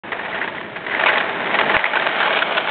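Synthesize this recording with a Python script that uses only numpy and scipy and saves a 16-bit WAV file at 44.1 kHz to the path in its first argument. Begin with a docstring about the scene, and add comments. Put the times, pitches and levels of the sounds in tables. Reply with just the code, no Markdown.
"""A faint, ringing clatter grows into a loud, woody roll: a child on a skateboard comes toward us
over coarse, cracked asphalt. Random grit impacts drum on a resonant deck; listed cracks and stones set
the metal trucks rattling. Early jolts tend to ring more than later ones; the deck's tone fills out.
Low rumble, two dull thuds, short echoes and faint street air lie beneath.
A small camera with a narrow band picks it up."""
import sys
import numpy as np
from scipy import signal
from scipy.fft import rfft, irfft
from scipy.io import wavfile
from scipy.ndimage import uniform_filter1d

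SR = 44100
rng = np.random.default_rng(int(sys.argv[2]) if len(sys.argv) > 2 else 0)


def to_wav(sig):
    """Store sig (one row per channel, or 1-D mono) as 16-bit WAV at the path in sys.argv[1].

    Samples outside -1..1 are clipped; the rate is SR.
    """
    pcm = np.clip(np.atleast_2d(sig), -1, 1) * 32767
    pcm = np.round(pcm).astype(np.int16)
    wavfile.write(sys.argv[1], SR, pcm.T)  # frames by channels


N = 119070


# level of the wheels rolling on grit: start_s, level_db
ROLL_LEVEL = [(0.09, -32.5), (0.15, -29), (0.36, -27), (0.46, -28), (0.53, -31), (0.7, -34), (0.84, -32),
              (0.93, -25), (1.07, -20), (1.19, -20), (1.32, -25), (1.46, -22), (1.62, -20), (1.75, -21),
              (1.81, -23), (1.91, -24), (1.97, -21), (2.11, -22), (2.22, -18.5), (2.36, -18.5), (2.45, -24),
              (2.51, -20), (2.59, -21), (2.64, -25), (2.69, -20)]
# power share of the close, woody tone: start_s, share_0_to_1
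NEAR_SHARE = [(0.1, 0.26), (1.0, 0.4), (1.4, 0.16), (1.84, 0.39), (2.0, 0.35), (2.3, 0.89), (2.69, 0.88)]
# broad tone of the wheels from afar: pitch_hz, gain_db
FAR_WHEEL_TONE = [(60, -47), (150, -34), (350, -10.5), (600, 3.5), (950, 2.5), (1300, -2), (1600, 1),
                  (1850, 4), (2100, -1.5), (2600, -5), (3200, -13), (3700, -9), (4200, -31.5)]
# broad tone of the wheels close by: pitch_hz, gain_db
NEAR_WHEEL_TONE = [(60, -43.5), (150, -31.5), (350, -10), (600, 0), (1000, -0.5), (1550, 2), (2000, -8),
                   (2350, -2), (2600, -6.5), (3100, -1.5), (3700, -11.5), (4200, -21)]
FAR_DECK_SHARE = 0.34   # scales the deck's lift_db from afar


def rolling():
    """Grit drums on the deck, whose tone fills out as the board comes near."""
    near = in_time(NEAR_SHARE)
    far_sound = rms_one(deck(grains(FAR_WHEEL_TONE), FAR_DECK_SHARE))
    near_sound = rms_one(deck(grains(NEAR_WHEEL_TONE)))
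    blend = np.sqrt(1 - near) * far_sound + np.sqrt(near) * near_sound
    return from_db(in_time(ROLL_LEVEL)) * steady(blend)


# borders between the parts of the board: pitch_hz
GRIT_BORDERS_HZ = [1150, 2780]
GRIT_SHARED_POWER = 0.4
PATCH_HZ, PATCH_SPREAD_DB = 71, 1.5   # coarse and smooth patches under the wheels


def grains(tone):
    """Grit in the board's tone: some impacts shake all of it, others only its low, middle or high part."""
    low_hz, high_hz = GRIT_BORDERS_HZ
    own = np.zeros(N)
    for kind, edge_hz in (("low", low_hz), ("band", [low_hz, high_hz]), ("high", high_hz)):
        part_filter = signal.butter(2, edge_hz, kind, fs=SR, output="sos")
        own += signal.sosfilt(part_filter, grit())
    impacts = np.sqrt(GRIT_SHARED_POWER) * grit() + np.sqrt(1 - GRIT_SHARED_POWER) * own
    patches = from_db(PATCH_SPREAD_DB * drift(PATCH_HZ))
    return colour(impacts * patches, tone)


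GRIT_PER_S, GRIT_SPREAD_DB = 1100, 4.0


def grit():
    """Tiny impacts of the wheels on stones: random times, signs and exponentially spread dB sizes."""
    size_db = GRIT_SPREAD_DB * np.minimum(rng.exponential(1, N), 3.5)
    sizes = from_db(size_db) * rng.choice([-1, 1], N)
    return sizes * (rng.random(N) < GRIT_PER_S / SR)


# resonances of the deck, lift before share scaling and overlap: pitch_hz, width_hz, lift_db
DECK_MODES = [(378, 34, 1.5), (653, 45, 10), (845, 50, 8), (1390, 23, 1), (1660, 120, 1), (2097, 35, 7),
              (2230, 40, 8), (2408, 85, 2), (2910, 65, 4), (3260, 49, 4)]


def deck(x, share=1):
    """The board lifts its own resonances out of whatever shakes it, then disperses the sound."""
    lifted = x.copy()
    for pitch_hz, width_hz, lift_db in DECK_MODES:
        lifted += (from_db(share * lift_db) - 1) * resonance(x, pitch_hz, width_hz)
    return disperse(lifted)


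# where bending waves linger: pitch_hz, width_hz
BENDING_DELAYS = [(700, 880), (1300, 600), (1900, 300), (2500, 1300), (3200, 320)]


def disperse(x):
    """Bending waves linger around some pitches: all-pass stages spread a click into a brief rasp."""
    for pitch_hz, width_hz in BENDING_DELAYS:
        r = np.exp(-np.pi * width_hz / SR)
        a = [1, -2 * r * np.cos(2 * np.pi * pitch_hz / SR), r * r]
        x = signal.lfilter(a[::-1], a, x + 1e-18)
    return x


# wheels hit cracks and stones; ring relative to wood, treble a nominal lift of the wood:
# start_s, rattle_length_s, level_db, ring_db, ring_pitch_hz, treble_db
JOLT_HITS = [(.119, 0.015, -21, 2.5, 1850, -3.5), (.191, 0.011, -27, 3, 1790, -18),
             (.248, 0.015, -27.5, -1, 1810, -6), (0.327, .008, -25.5, 10, 1880, 1.5),
             (.343, 0.02, -25.5, -1, 1750, -1), (0.367, 0.021, -26.5, 7.5, 1800, -7.5),
             (.414, 0.02, -21, 8.5, 1790, -14), (0.439, 0.013, -25, 4.5, 1780, -4.5),
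             (.476, .009, -22.5, 5, 1800, -1), (0.545, 0.024, -30.5, 0, 1850, 0),
             (0.578, 0.0062, -25.5, 9, 1850, -3), (0.611, 0.0065, -27, 1, 1740, -1),
             (.641, 0.0069, -33.5, 5, 1800, 3), (.760, .014, -25, 3, 1820, 0),
             (0.865, 0.0071, -21.5, 7, 1850, 5), (.897, 0.0024, -22.5, 7.5, 1780, -5.5),
             (.908, 0.034, -23, 7.5, 1790, -13), (.948, 0.0022, -15, 9, 1850, -5),
             (.965, .011, -23, 6.5, 1790, -1), (0.995, 0.0069, -16.5, 1, 1950, -0.5),
             (1.008, 0.0066, -17.5, -8.5, 1790, -8), (1.036, .004, -11, 2.5, 1770, -9.5),
             (1.059, .008, -11, -7, 2010, -2.5), (1.069, 0.011, -14.5, 2, 2270, -2),
             (1.082, .009, -13, -4.5, 1900, -0.5), (1.093, 0.014, -14.5, 6, 1850, -2),
             (1.129, 0.017, -19, -1, 1750, 2), (1.157, 0.0025, -14, 6, 1830, -5),
             (1.172, .005, -16.5, 0.5, 1750, -1.5), (1.180, .005, -15.5, -2.5, 1800, 9),
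             (1.202, .015, -20.5, 1, 1700, 1), (1.293, .004, -21, -8, 1700, -5),
             (1.541, 0.016, -15.5, -0.5, 1850, -3), (1.587, 0.011, -12.5, -1, 1890, -1.5),
             (1.608, 0.011, -14.5, -6.5, 1780, -2.5), (1.695, 0.011, -13.5, 1, 1810, -10),
             (1.712, .01, -19.5, -6, 1700, -1), (1.741, 0.018, -13.5, -3.5, 1750, -6.5),
             (1.766, 0.0019, -8, 0.5, 2040, -7), (1.792, 0.0055, -20, 2.5, 1910, -9),
             (1.841, 0.0022, -11, 7.5, 1950, 1.5), (1.853, 0.0059, -17, 7, 2070, -2),
             (1.861, 0.0048, -17.5, -0.5, 2090, -1), (1.934, 0.0051, -18, -3, 1615, -13),
             (1.954, 0.012, -16, -7, 1540, -4), (1.969, 0.0041, -12.5, 10.5, 1550, -12),
             (1.995, 0.0046, -19.5, 0.5, 1600, 6.5), (2.021, 0.0079, -20, -6, 1600, 1),
             (2.065, 0.0073, -13.5, -11.5, 1500, -5), (2.087, 0.0045, -23, -1.5, 1550, -3),
             (2.202, 0.015, -17.5, 5, 1450, 10), (2.227, 0.005, -16, 6.5, 1450, 7.5),
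             (2.254, .01, -19.5, -3, 1420, -9), (2.274, 0.008, -16.5, -14, 1450, -6),
             (2.326, 0.01, -19, -12.5, 1430, 6), (2.355, 0.0074, -19.5, -13.5, 1470, 5.5),
             (2.370, 0.0067, -15.5, -11, 1500, -2.5), (2.388, 0.0057, -16.5, -13, 1445, 7.5),
             (2.421, 0.0083, -13, 6.5, 1430, 11), (2.568, 0.01, -17.5, -3, 1450, 7.5),
             (2.578, 0.004, -11.5, 1, 1410, 4), (2.671, 0.0045, -21, -6, 1600, 2),
             (2.692, .003, -24.5, -15, 1450, 16)]
# broad tone of the rattle: pitch_hz, gain_db
RATTLE_WOOD_TONE = [(60, -47.5), (150, -31), (400, -4.5), (700, -5), (1100, 3), (1550, 0), (2100, -8.5),
                    (2600, -0.5), (3200, -5), (3700, -8.5), (4200, -25)]
CHATTER_PER_S, CHATTER_SPREAD_DB, FIRST_HIT_DB = 800, 3, 1.5
CHATTER_FADE_DB = 3.5   # over one rattle length
RING_OUT_S = 0.0026   # added to the rattle length when setting a jolt's energy
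RING_WIDTH_HZ, UPPER_RATIO, UPPER_WIDTH_HZ, UPPER_DB = 309, 1.118, 456, -5
TREBLE_HZ, TREBLE_WIDTH_HZ = 3200, 1000


def chatter(length_s, size, count=48):
    """A hit and quick, uneven repeats that fade over the rattle length."""
    gaps_s = rng.uniform(.4, 1.6, count) / CHATTER_PER_S
    after_s = np.cumsum(gaps_s) - gaps_s[0]
    hit_db = CHATTER_SPREAD_DB * rng.standard_normal(count) - CHATTER_FADE_DB * after_s / length_s
    hits = from_db(hit_db) * rng.choice([-1, 1], count)
    hits[0] = from_db(FIRST_HIT_DB)
    return np.bincount((after_s * SR).astype(int), hits * (after_s < length_s), size)[:size]


def truck_ring(clicks, pitch_hz):
    """The metal trucks ring at one pitch and, inverted, at an upper partner."""
    main = resonance(clicks, pitch_hz, RING_WIDTH_HZ)
    upper = resonance(clicks, pitch_hz * UPPER_RATIO, UPPER_WIDTH_HZ)
    return main - from_db(UPPER_DB) * upper


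def jolts(size=4096):
    """Each jolt is a chatter of the trucks, heard through deck and metal."""
    out = np.zeros(N + SR)
    for start_s, length_s, level_db, ring_db, ring_hz, treble_db in JOLT_HITS:
        clicks = chatter(length_s, size)
        metal = truck_ring(clicks, ring_hz)
        wood = deck(colour(clicks, RATTLE_WOOD_TONE))
        wood = wood + (from_db(treble_db) - 1) * resonance(wood, TREBLE_HZ, TREBLE_WIDTH_HZ)
        sound = rms_one(rms_one(wood) + from_db(ring_db) * rms_one(metal))
        energy_gain = np.sqrt((length_s + RING_OUT_S) * SR / size)
        start = int(start_s * SR)
        out[start:start + size] += from_db(level_db) * sound * energy_gain
    return out[:N]


# the deck flexes with a dull double thud: start_s, length_s, peak_level_db
DECK_THUDS = [(1.743, 0.0065, -30.5), (1.765, 0.004, -20)]


def thud():
    """Soft, low pushes from the flexing deck: negative half sines."""
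    t = np.arange(N) / SR
    pushes = np.zeros(N)
    for start_s, length_s, level_db in DECK_THUDS:
        pushes -= from_db(level_db) * np.sin(np.pi * np.clip((t - start_s) / length_s, 0, 1))
    return pushes


# the wheels' low rumble, before RUMBLE_TRIM_DB: start_s, level_db
RUMBLE_LEVEL = [(0.15, -38), (0.29, -40), (0.38, -34), (0.55, -38), (0.65, -36), (0.75, -40), (0.98, -33),
                (1.2, -34), (1.42, -31.5), (1.62, -29), (1.75, -27), (1.775, -42), (1.86, -44), (1.94, -35),
                (2.15, -35), (2.3, -32), (2.42, -37), (2.55, -34), (2.69, -36)]
# tone of the rumble: pitch_hz, gain_db
RUMBLE_COLOUR = [(50, -34.5), (90, -19), (130, -11), (190, 0), (290, -1), (390, 3), (520, -1), (900, -32)]
RUMBLE_TRIM_DB = 0.5


def rumble():
    """The wheels ride up and down on the uneven surface: low, filtered noise."""
    noise = colour(rng.standard_normal(N), RUMBLE_COLOUR)
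    return from_db(in_time(RUMBLE_LEVEL) + RUMBLE_TRIM_DB) * steady(noise, size=1801)


ECHO_DB, ECHO_T60_S, ECHO_DELAY_S = -19, 0.073, 0.015


def street(x):
    """Faint scatter from kerb, trees and a parked car: a delayed, decaying noise tail."""
    t = np.arange(SR // 2) / SR
    tail = rng.standard_normal(len(t)) * from_db(-60 * t / ECHO_T60_S) * (t > ECHO_DELAY_S)
    return x + from_db(ECHO_DB) * signal.fftconvolve(x, tail / np.linalg.norm(tail))[:N]


# level of the background: start_s, level_db
AIR_LEVEL = [(0.2, -45), (0.9, -46.5), (1.7, -51.5), (1.8, -61.5), (2.6, -56)]
# distant traffic and trees: pitch_hz, gain_db
AIR_COLOUR = [(30, -13), (70, -4), (130, 3), (220, 2.5), (400, -4), (1000, -26.5), (4000, -29.5)]


def air():
    """The quiet neighbourhood: low-weighted noise whose level sinks slowly, drops sharply around 1.75 s, then
    partly recovers."""
    return from_db(in_time(AIR_LEVEL)) * rms_one(colour(rng.standard_normal(N), AIR_COLOUR))


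def from_db(db):
    """Decibels to gain."""
    return 10 ** (np.asarray(db) / 20)


def rms_one(x):
    """Scale to unit power."""
    return x / np.sqrt(np.mean(x ** 2) + 1e-20)


def steady(x, size=2001):
    """Unit power over a sliding window of size samples, keeping the fast grain."""
    return x / np.sqrt(uniform_filter1d(x * x, size) + 1e-12)


def in_time(rows):
    """A curve at every sample."""
    return np.interp(np.arange(N) / SR, *np.transpose(rows))


def drift(hz):
    """Smooth random wandering of spread 1: noise through two equal poles."""
    r = np.exp(-2 * np.pi * hz / SR)
    noise = rng.standard_normal(N + SR)
    return rms_one(signal.lfilter([1], [1, -2 * r, r * r], noise)[SR:])


def colour(x, tone, size=4096):
    """Causal (minimum-phase) filter that follows a pitch_hz, gain_db table."""
    hz, db = np.transpose(tone)
    bins_hz = np.arange(size // 2 + 1) * SR / size
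    gain = from_db(np.interp(np.log(bins_hz + 1), np.log(hz), db))
    # folding the cepstrum forward gives minimum phase
    cepstrum = irfft(np.log(gain))
    cepstrum[1:size // 2] *= 2
    cepstrum[size // 2 + 1:] = 0
    impulse = irfft(np.exp(rfft(cepstrum)))
    return signal.fftconvolve(x, impulse)[:len(x)]


def resonance(x, hz, width_hz):
    """One two-pole resonance with gain 1 at its top."""
    r = np.exp(-np.pi * width_hz / SR)
    b = np.array([1, 0, -1]) * (1 - r * r) / 2
    a = [1, -2 * r * np.cos(2 * np.pi * hz / SR), r * r]
    return signal.lfilter(b, a, x + 1e-18)


def scene():
    """The whole board in the open street."""
    board = rolling() + jolts() + thud() + rumble()
    return (street(board) + air())[None]


START_S, CEILING = 0.035, 1
BAND_EDGE_HZ, CUTOFF_HZ = 4095, 4300


def record(dry):
    """The camera starts at START_S, rounds the peaks and cuts the treble with two steep low-passes."""
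    started = np.arange(N) / SR > START_S
    x = CEILING * np.tanh(dry / CEILING) * started
    x = signal.sosfilt(signal.butter(12, BAND_EDGE_HZ, fs=SR, output="sos"), x)
    return signal.sosfilt(signal.ellip(10, .2, 90, CUTOFF_HZ, fs=SR, output="sos"), x)


dry = scene()
out = record(dry)
to_wav(out)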